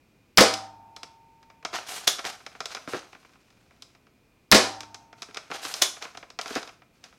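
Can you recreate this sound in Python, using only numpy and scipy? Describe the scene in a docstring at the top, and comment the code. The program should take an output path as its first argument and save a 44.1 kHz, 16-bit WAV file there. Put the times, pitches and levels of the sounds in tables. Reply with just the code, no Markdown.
"""A spring-powered foam dart blaster fires twice at a cardboard box on a sofa, close to the microphone.
Each shot sums noise bursts (sear crack, piston slam, dart smack) and damped modes (muzzle pop, box,
ringing spring and tube), and overloads the input softly.
Bolt handling adds latch bursts, shell-filtered clicks and bumps, and sliding friction noise.
A small room adds diffuse tails; quiet air noise and a faint appliance hum lie underneath."""
import sys
import numpy as np
from scipy import signal
from scipy.fft import rfft, irfft, next_fast_len
from scipy.io import wavfile
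from scipy.ndimage import uniform_filter1d, map_coordinates

SR = 44100
rng = np.random.default_rng(int(sys.argv[2]) if len(sys.argv) > 2 else 0)


def wav_out(sig):
    """Save sig, one row per channel (or a flat mono array), as 16-bit PCM at SR to the path in sys.argv[1]."""
    wavfile.write(sys.argv[1], SR, np.round(np.clip(np.atleast_2d(sig).T, -1, 1) * 32767).astype(np.int16))


N = 316638


def amp(db):
    """Decibels to gain."""
    return 10 ** (np.asarray(db) / 20)


def unit(x):
    """Scale to rms 1."""
    return x / np.sqrt(np.mean(x ** 2) + 1e-20)


def crest(x):
    """Scale so that the loudest 128 samples (2.9 ms) have rms 1."""
    return x / np.sqrt(uniform_filter1d(x ** 2, size=128).max() + 1e-20)


def along(points, hz):
    """Interpolate (frequency [Hz], value) points on a log frequency axis."""
    point_hz, values = np.transpose(points)
    return np.interp(np.log(hz + 1), np.log(point_hz), values)


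def clock(count):
    """Seconds for count samples."""
    return np.arange(count) / SR


def add(track, start_s, sound):
    """Mix a sound into a track at start_s."""
    part = track[round(start_s * SR):][:len(sound)]
    part += sound[:len(part)]


def filtered(x, response):
    """Multiply the spectrum of x by a complex response of frequency."""
    size = next_fast_len(len(x) + SR // 8)
    hz = np.fft.rfftfreq(size, 1 / SR)
    return irfft(rfft(x, size) * response(hz), size)[:len(x)]


def causal(x, gain):
    """Minimum-phase filter with the given gain on an even frequency grid."""
    cepstrum = irfft(np.log(gain + 1e-6))
    half = len(cepstrum) // 2
    # fold the cepstrum onto positive time
    cepstrum[1:half] *= 2
    cepstrum[half + 1:] = 0
    impulse = irfft(np.exp(rfft(cepstrum)))
    return signal.fftconvolve(x, impulse)[:len(x)]


def coloured(x, spectrum, size=4096):
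    """Filter x by a (frequency [Hz], level [dB]) spectrum."""
    hz = np.fft.rfftfreq(size, 1 / SR)
    return causal(x, amp(along(spectrum, hz)))


def burst(rise_s, hold_s, t60_s, size=8192):
    """Contact noise that swells, holds and dies away, with spectral gaps partly filled."""
    t = clock(size)
    decay = amp(-60 * np.maximum(t - rise_s - hold_s, 0) / t60_s)
    noise = rng.standard_normal(size) * np.minimum(t / rise_s, 1) * decay
    power = np.abs(uniform_filter1d(np.abs(rfft(noise)) ** 2, size=21))
    return causal(noise, (power / power.mean() + .1) ** -.25)


def fading(spectrum, t60_s, count=SR):
    """Many close modes dying together, heard as fading noise."""
    return unit(coloured(rng.standard_normal(count), spectrum)) * amp(-60 * clock(count) / t60_s)


def ring(modes, attack_s, scatter_db, count=SR):
    """Sum of damped sine modes with randomly scattered strengths and a soft onset."""
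    t = clock(count)
    tones = np.zeros(count)
    for k, (hz, db, t60_s) in enumerate(modes):
        level_db = db + scatter_db * rng.standard_normal() - 60 * t / t60_s
        tones += (-1) ** k * amp(level_db) * np.sin(2 * np.pi * hz * t)
    return tones * (1 - np.exp(-t / attack_s))


def make_up(mix, db, bright_db):
    """Levels of the parts of a sound from its strength and brightness."""
    return [db + offset_db + slope * bright_db for offset_db, slope in mix]


# plastic shell resonances: (frequency [Hz], width [Hz], level [dB])
SHELL_MODES = [(115, 140, -9), (275, 106, 1), (441.2, 147, 2), (716, 110, 3), (1002, 120, 0),
               (1342, 300, 0.5), (2346, 610, -2), (3800, 1100, -1.5), (5020, 420, 3.5), (5880, 1300, -3),
               (10780, 5600, -18)]


def shell(hz):
    """Complex response of the hollow plastic body: parallel resonators of alternating sign."""
    total = 0
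    for k, (centre_hz, width_hz, db) in enumerate(SHELL_MODES):
        damping = 1j * hz * width_hz
        total = total + (-1) ** k * amp(db) * damping / (centre_hz ** 2 - hz ** 2 + damping)
    return total


# room decay: (frequency [Hz], t60 [s])
ROOM_T60 = [(100, 0.35), (280, 0.37), (500, .31), (800, 0.47), (2000, 0.36), (5000, 0.37), (8000, 0.34),
            (12000, 0.31), (16000, 0.043)]
# wall reflection spectrum: (frequency [Hz], relative level [dB])
WALL_SPECTRUM = [(40, -16.5), (150, -7.5), (450, -1.5), (800, -3), (2000, -4.5), (5000, -4), (9000, 0.5),
                 (16000, -6)]


def in_room(x, wet_db, build_s):
    """Direct sound plus a diffuse tail that builds up as the walls answer."""
    hz, t, cells = signal.stft(rng.standard_normal(SR * 3 // 4), SR, nperseg=256)
    decay = amp(-60 * t / along(ROOM_T60, hz)[:, None])
    tail = signal.istft(cells * decay, SR, nperseg=256)[1]
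    tail = tail * (1 - np.exp(-(clock(len(tail)) / build_s) ** 2))
    response = coloured(tail / np.linalg.norm(tail), WALL_SPECTRUM)
    return x + amp(wet_db) * signal.fftconvolve(x, response)[:N]


# room air spectrum: (frequency [Hz], relative density [dB per Hz])
AIR_SPECTRUM = [(25, -11), (100, -8), (260, -9.5), (400, -13.5), (700, -20), (1800, -26.5), (2450, -21),
                (3000, -28.5), (5000, -31), (10000, -39), (16000, -39.5)]
# faint appliance tones: (frequency [Hz], rms level [dB])
HUM_TONES = [(118.4, -80), (263.8, -80.5), (2428, -80)]


def room_tone():
    """Quiet air noise with steady sines of appliance hum."""
    t = clock(N)
    hum = sum(amp(db) * np.sqrt(2) * np.sin(2 * np.pi * hz * t) for hz, db in HUM_TONES)
    air = unit(coloured(rng.standard_normal(N), AIR_SPECTRUM))
    return amp(-63.5) * air + hum


def friction(spectrum, slips_per_s, grit):
    """Sparse random slips of uneven size over smooth rubbing noise."""
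    slips = (rng.random(N) < slips_per_s / SR) * rng.uniform(-1.2, 1, N)
    return unit(coloured(rng.standard_normal(N) + grit * unit(slips), spectrum))


STROKE_RISE_S, STROKE_SAG_DB_PER_S, STROKE_STOP_DB_PER_S = 0.029, 34.5, 263.5


def push(length_s, sag_db_per_s):
    """Envelope of one movement: it gets going, eases off and stops."""
    t = clock(2 * SR)
    fall_db = sag_db_per_s * t + STROKE_STOP_DB_PER_S * np.maximum(t - length_s, 0)
    return np.minimum(t / STROKE_RISE_S, 1) * amp(-fall_db)


# bolt slides: (start [s], length [s], strength [dB], brightness [dB])
STROKES = [(1.727, 0.045, -32.5, -3.5), (1.863, .12, -39, 3.5), (2.002, 0.086, -54, -1),
           (2.236, 0.04, -35, -1), (2.677, 0.089, -48.5, -2), (2.871, 0.074, -45.5, 0.5),
           (2.942, 0.052, -46, -12), (5.502, 0.067, -38.5, -2.5), (5.614, 0.18, -40, 3),
           (6.004, 0.022, -40.5, -4.5), (6.4, .09, -49.5, 0), (6.488, 0.057, -42.5, -0.5),
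           (6.538, .045, -41.5, -5), (7.028, 0.018, -54.5, -4.5)]
# blaster shifting in the hands, also timing the rattles: (start [s], length [s], strength [dB])
HANDLING = [(1.696, 1.38, -64.5), (3.078, 0.27, -69), (3.378, 0.55, -74), (5.15, 1.1, -66.5),
            (6.424, 0.29, -63), (6.919, 0.28, -73)]
# scrape, rasp, hiss: (level re strength [dB], gain per brightness [dB/dB])
STROKE_MIX = [(-0.5, -0.1), (-1, 0.45), (-9.5, 1.95)]
# sliding spectra: (frequency [Hz], relative density [dB per Hz])
SCRAPE_SPECTRUM = [(40, -26), (200, -16), (330, -10), (480, -6.5), (620, -6), (750, 3), (950, -5.5),
                   (1350, -2.5), (2100, -6), (3000, -9.5), (6000, -60.5)]
RASP_SPECTRUM = [(1200, -42), (2500, -3.5), (3500, -2), (4200, -1.5), (5100, -2.5), (6400, -4),
                 (8000, -18.5), (14000, -43.5)]
HISS_SPECTRUM = [(3500, -42), (7000, 0), (9000, -2.5), (12500, -7.5), (14500, -14.5), (16000, -24.5)]
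HANDLING_BRIGHT_DB = 0.5
JUDDER_PER_S, JUDDER_DB = 85, 1.9


def strokes():
    """Friction of the bolt along shell and guides, and faint rubbing hands; an uneven push judders it."""
    layers = [friction(SCRAPE_SPECTRUM, slips_per_s=230, grit=0.93),
              friction(RASP_SPECTRUM, slips_per_s=700, grit=0.67),
              friction(HISS_SPECTRUM, slips_per_s=2400, grit=.8)]
    moves = [(start_s, push(length_s, STROKE_SAG_DB_PER_S), db, bright_db)
             for start_s, length_s, db, bright_db in STROKES]
    moves += [(start_s, push(length_s, 0), db, HANDLING_BRIGHT_DB) for start_s, length_s, db in HANDLING]
    gains = np.zeros((3, N))
    for start_s, envelope, db, bright_db in moves:
        for gain, part_db in zip(gains, make_up(STROKE_MIX, db, bright_db)):
            add(gain, start_s, amp(part_db) * envelope)
    wander = map_coordinates(rng.standard_normal(SR // 8), [clock(N) * JUDDER_PER_S], mode="mirror")
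    sliding = amp(JUDDER_DB * wander) * (gains * layers).sum(axis=0)
    return in_room(sliding, wet_db=-9, build_s=0.0015)


# bolt against its end stops, hardest when pushed home: (time [s], strength [dB])
BUMPS = [(1.731, -38.5), (2.876, -32.5), (2.9346, -26.5), (2.9449, -29.5), (2.951, -36), (5.287, -47.5),
         (5.502, -39), (6.507, -34.5), (6.559, -26), (6.567, -31)]
# bump softened by the hand: (frequency [Hz], relative density [dB per Hz])
BUMP_SPECTRUM = [(90, -3), (220, 4), (450, 2.5), (900, -6.5), (1600, 1), (2600, -10.5), (7000, -26),
                 (16000, -31)]


def bumps():
    """One blunt push through the shell, plus a short shudder of the parts inside."""
    out = np.zeros(N)
    for time_s, db in BUMPS:
        blow = filtered(signal.unit_impulse(SR // 8), shell)
        shudder = filtered(burst(rise_s=.002, hold_s=.002, t60_s=0.068), shell)
        add(out, time_s, amp(db + 0.5) * crest(coloured(blow, BUMP_SPECTRUM)))
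        add(out, time_s, amp(db - 1.5) * crest(coloured(shudder, BUMP_SPECTRUM)))
    return in_room(out, wet_db=-12.5, build_s=.006)


RATTLES_PER_S, RATTLE_DB, RATTLE_BRIGHT_DB, RATTLE_SPREAD_DB = 12, 7, -2.5, 1.5


def rattles():
    """Loose parts tap once at a chance moment in each time slot of the handling: rows as in CLICKS."""
    taps = []
    for start_s, length_s, db in HANDLING:
        for slot, (when, size, colour) in enumerate(rng.uniform(-1, 1, (40, 3))):
            delay_s = (slot + (when + 1) / 2) / RATTLES_PER_S
            if delay_s < length_s:
                tap_db = db + RATTLE_DB + RATTLE_SPREAD_DB * size
                bright_db = RATTLE_BRIGHT_DB + 2 * RATTLE_SPREAD_DB * colour
                taps.append((start_s + delay_s, tap_db, bright_db))
    return taps


# plastic contacts of trigger, bolt and grip: (time [s], strength [dB], brightness [dB])
CLICKS = [(.538, -33.5, 22), (.9632, -40.5, 7), (1.0312, -36.5, 5.5), (1.4274, -56.5, 1), (1.4996, -52, -6),
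          (1.6263, -55, -8), (1.6493, -27.5, 1), (1.738, -33.5, -5), (2.184, -38, -2), (2.191, -33, -1.5),
          (2.243, -37.5, -6), (2.2495, -30, 0.5), (2.4033, -60.5, -22), (2.4637, -36.5, 2),
          (2.5505, -54, -20), (2.6038, -30, 0), (2.6559, -32, 10), (2.705, -48.5, -8), (2.7479, -31.5, 5),
          (2.768, -40, -9), (2.967, -45, 7), (2.9917, -45, 10), (3.1288, -49.5, -9), (3.149, -52, -11),
          (3.248, -55.5, -9.5), (3.355, -62.5, -12), (3.503, -59, 3), (3.708, -60.5, -9),
          (3.8215, -45, 14.5), (3.9494, -57, -3), (4.0672, -60.5, -8), (4.8055, -37, 10.5), (4.831, -42, 0),
          (4.9441, -40, 8.5), (5.1275, -48.5, -7), (5.2199, -35.5, 8), (5.228, -39.5, 7),
          (5.309, -52, -5.5), (5.3447, -41.5, 9), (5.359, -48, -11), (5.3696, -31, 1.5),
          (5.514, -37.5, -11.5), (5.65, -31.5, 2), (5.739, -30.5, 14.5), (5.967, -49, -9),
          (6.0229, -34.5, 3.5), (6.052, -44.5, -14.5), (6.149, -46.5, -9), (6.1724, -37.5, 2),
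          (6.227, -48.5, -15), (6.3015, -44, 3.5), (6.3887, -29, 0.5), (6.4123, -36.5, 15),
          (6.4579, -35.5, -5), (6.479, -43.5, 15), (6.5526, -33.5, 10.5), (6.6286, -39, 3),
          (6.6745, -44, 1.5), (6.691, -47.5, -2), (6.8187, -60, -18), (7.0396, -45, 10), (7.126, -60, -14)]
# thud, knock, click, tick: (low edge [Hz], high edge [Hz])
CLICK_BANDS = [(70, 600), (600, 2500), (2500, 7000), (7000, 16000)]
# thud, knock, click, tick: (level re strength [dB], gain per brightness [dB/dB])
CLICK_MIX = [(-11, -0.52), (1, -.5), (-1, .5), (-18, 0.81)]
# wire spring wash: (frequency [Hz], relative density [dB per Hz])
WIRE_SPECTRUM = [(400, -34), (750, -10), (1400, -1), (2600, -21), (3100, -8.5), (4200, -6.5), (5150, 4.5),
                 (6200, -32), (8000, -14), (14000, -34.5)]
# small return spring modes: (frequency [Hz], relative level [dB], t60 [s])
RETURN_SPRING_MODES = [(3440, -5, 0.19), (4140, -4, 0.26), (4700, -10.5, 0.26), (5040, -5.5, 0.15),
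                       (5050, -2.5, 0.25), (5870, -9.5, 0.5), (8270, -16, .27)]


def clicks():
    """Short contacts excite the shell in four bands and set the wire and return springs ringing."""
    sharp, thuds, wires = np.zeros((3, N))
    bands = [signal.butter(3, edges_hz, "bandpass", fs=SR, output="sos") for edges_hz in CLICK_BANDS]
    for time_s, db, bright_db in list(CLICKS) + rattles():
        thud_db, knock_db, click_db, tick_db = make_up(CLICK_MIX, db, bright_db)
        # the parts wobble a little longer than they crack
        wobble = filtered(burst(rise_s=0.00042, hold_s=0.001, t60_s=0.042), shell)
        crack = filtered(burst(rise_s=0.00027, hold_s=0.0011, t60_s=0.026), shell)
        sources = (wobble, wobble, crack, crack)
        thud, knock, click, tick = (crest(signal.sosfilt(band, x)) for band, x in zip(bands, sources))
        add(thuds, time_s - .002, amp(thud_db) * thud)
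        add(sharp, time_s, amp(knock_db) * knock + amp(click_db) * click + amp(tick_db) * tick)
        wash = fading(WIRE_SPECTRUM, t60_s=0.45, count=SR // 2)
        add(wires, time_s, amp(click_db - 42) * wash)
        springs = ring(RETURN_SPRING_MODES, attack_s=.001, scatter_db=5.5, count=SR // 3)
        add(wires, time_s, amp(click_db - 26) * springs)
    sharp = in_room(sharp, wet_db=-7.5, build_s=.004)
    return sharp + in_room(thuds, wet_db=-9.5, build_s=0.0073) + wires


# piston latching at the end of the pull: (time [s], strength [dB])
LATCHES = [(2.0755, -11), (5.820, -10.5)]
# latch noise: (frequency [Hz], relative density [dB per Hz])
LATCH_SPECTRUM = [(30, -24), (200, -13), (480, -4), (1350, -2), (2700, -2.5), (3500, 3.5), (4400, 0),
                  (6000, 2.5), (8200, -9.5), (11000, -9), (16000, -22)]
# catch modes: (frequency [Hz], relative level [dB], t60 [s])
CATCH_MODES = [(2105, -4.5, 0.12), (3385, -3, 0.14), (3420, 4, 0.26), (3920, -5.5, 0.2), (5240, -15.5, .2),
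               (5900, -7, 0.25), (6800, -0.5, .25)]


def latches():
    """The catch rides up its ramp, drops into the notch and leaves the tight spring buzzing."""
    out = np.zeros(N)
    for time_s, db in LATCHES:
        ramp = burst(rise_s=0.0042, hold_s=0.00091, t60_s=0.008)
        notch = burst(rise_s=0.00044, hold_s=0.0025, t60_s=0.029)
        add(out, time_s - .005, amp(db - 11) * crest(coloured(ramp, LATCH_SPECTRUM)))
        add(out, time_s, amp(db) * crest(coloured(notch, LATCH_SPECTRUM)))
        add(out, time_s, amp(db - 8) * fading(LATCH_SPECTRUM, t60_s=0.17))
        add(out, time_s, amp(db - 20) * ring(CATCH_MODES, attack_s=.001, scatter_db=1.5))
    return in_room(out, wet_db=-8.5, build_s=0.0035)


# shots: (sear [s], piston [s], muzzle [s], dart on box [s], tube damped [s], muzzle level [dB],
#         dart strength [dB], box ring level [dB], extra spring damping [dB/s per kHz])
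SHOTS = [(0.3738, 0.3794, .3875, .4058, .687, -14.5, -1.5, -13.5, -2.5),
         (4.515, 4.5202, 4.5285, 4.5465, 4.785, -11, -1.5, -19.5, 13.5)]
# blow and coil noise: (frequency [Hz], relative density [dB per Hz])
SEAR_SPECTRUM = [(30, -17), (300, -9.5), (600, -10), (1600, -12), (2700, -12), (4200, -2), (5300, 3.5),
                 (6500, -3.5), (8000, -10.5), (16000, -18)]
PISTON_SPECTRUM = [(30, -24), (120, -12.5), (450, -1.5), (850, -3.5), (1300, 1.5), (2100, 1), (2800, -4),
                   (4800, -4.5), (7000, -18), (10000, -26), (16000, -27.5)]
SMACK_SPECTRUM = [(30, -14.5), (110, -11), (300, 1.5), (520, 4), (900, -3), (2000, -9.5), (3000, -6),
                  (5000, -2), (8000, -15), (16000, -35.5)]
COIL_SPECTRUM = [(300, -21), (550, -18.5), (700, -0.5), (800, -4.5), (920, -3), (1050, -9), (1400, -11),
                 (2000, -27), (4000, -45)]
# box, plunger tube and main spring modes: (frequency [Hz], relative level [dB], t60 before grip [s])
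BOX_MODES = [(218, -5, 0.16), (314.6, -7, 0.25), (410, -4, .18), (458, -1, 0.19), (497, -2, .2),
             (532.5, 3.5, 0.18), (642.2, -7, 0.39), (719, -9.5, 0.18), (830, -9, .16), (981, -10.5, 0.23)]
TUBE_MODES = [(773, 0, 1.05), (790, -13, .8)]
SPRING_MODES = [(76, -17, 0.8), (104, -3, 1.4), (209, -5, 1.2), (301, -5, 1.3), (664, -16, 1.4),
                (677, -12.5, 1.3), (712, -7, .9), (763, -7, 1.7), (813, -5, 0.97), (810, -8.5, 2.1),
                (909, -7.5, 4), (877, -17, 3), (928, -10.5, 1.3), (990, -9.5, 0.94), (1240, -13, .7),
                (1400, -13, .9)]
MUZZLE_MODES = [(48, -17, 0.092), (207.4, 0.5, 0.15)]
SEAR_DB, PISTON_DB, BODY_DB, COIL_DB = -1.8, -2.8, -15.3, -44.8
SPRING_DB, TUBE_DB = -40.5, -26.5


def shots():
    """Sear, piston and dart blows are noise bursts in the room; muzzle, box, spring and tube ring dry."""
    blows, tones = np.zeros(N), np.zeros(N)
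    for (sear_s, piston_s, muzzle_s, dart_s, damped_s,
         muzzle_db, dart_db, box_db, damping) in SHOTS:
        snap = burst(rise_s=0.00015, hold_s=0.0011, t60_s=0.011)
        slam = burst(rise_s=0.0045, hold_s=0.0044, t60_s=0.031)
        smack = burst(rise_s=0.00015, hold_s=0.0039, t60_s=0.081)
        add(blows, sear_s, amp(SEAR_DB) * crest(coloured(snap, SEAR_SPECTRUM)))
        add(blows, piston_s - .001, amp(PISTON_DB) * crest(coloured(slam, PISTON_SPECTRUM)))
        # the whole body rattles after the slam
        add(blows, piston_s, amp(BODY_DB) * fading(PISTON_SPECTRUM, t60_s=0.12))
        add(blows, dart_s, amp(dart_db - 4.5) * crest(coloured(smack, SMACK_SPECTRUM)))
        add(tones, muzzle_s, amp(muzzle_db) * ring(MUZZLE_MODES, attack_s=0.00071, scatter_db=.5))
        add(tones, dart_s, amp(box_db) * ring(BOX_MODES, attack_s=0.00051, scatter_db=0.53))
        # positive damping shortens the spring's higher notes most; negative lengthens them
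        gripped = [(hz, db, 60 / (60 / t60_s + damping * hz / 1000)) for hz, db, t60_s in SPRING_MODES]
        spring = ring(gripped, attack_s=0.0091, scatter_db=3.5, count=2 * SR)
        add(tones, piston_s, amp(SPRING_DB) * spring)
        # jostling coils: a rough band around the clear notes
        add(tones, piston_s, amp(COIL_DB) * fading(COIL_SPECTRUM, t60_s=1.4, count=2 * SR))
        # the tube rings until the shifting grip damps it
        grip = amp(-60 * np.maximum(piston_s + clock(SR) - damped_s, 0) / 0.23)
        tube = ring(TUBE_MODES, attack_s=0.0084, scatter_db=1.0)
        add(tones, piston_s, amp(TUBE_DB) * grip * tube)
    return in_room(blows, wet_db=-4, build_s=0.0064) + tones


def scene():
    """Blaster, box and room as one microphone hears them."""
    return (room_tone() + strokes() + bumps() + clicks() + latches() + shots())[None]


TOP_HZ = 16200


def record(dry, top=0.52, hardness=4):
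    """Cut deep rumble, overload softly towards the top level, then cut above the band limit."""
    highpass = signal.butter(2, 30, "highpass", fs=SR, output="sos")
    passed = signal.sosfilt(highpass, dry[0])
    clipped = passed / (1 + np.abs(passed / top) ** hardness) ** (1 / hardness)
    # 1 dB less per 10 Hz, down to -100 dB
    return filtered(clipped, lambda hz: amp(-np.clip((hz - TOP_HZ) / 10, 0, 100)))[None]


dry = scene()
out = record(dry)
wav_out(out)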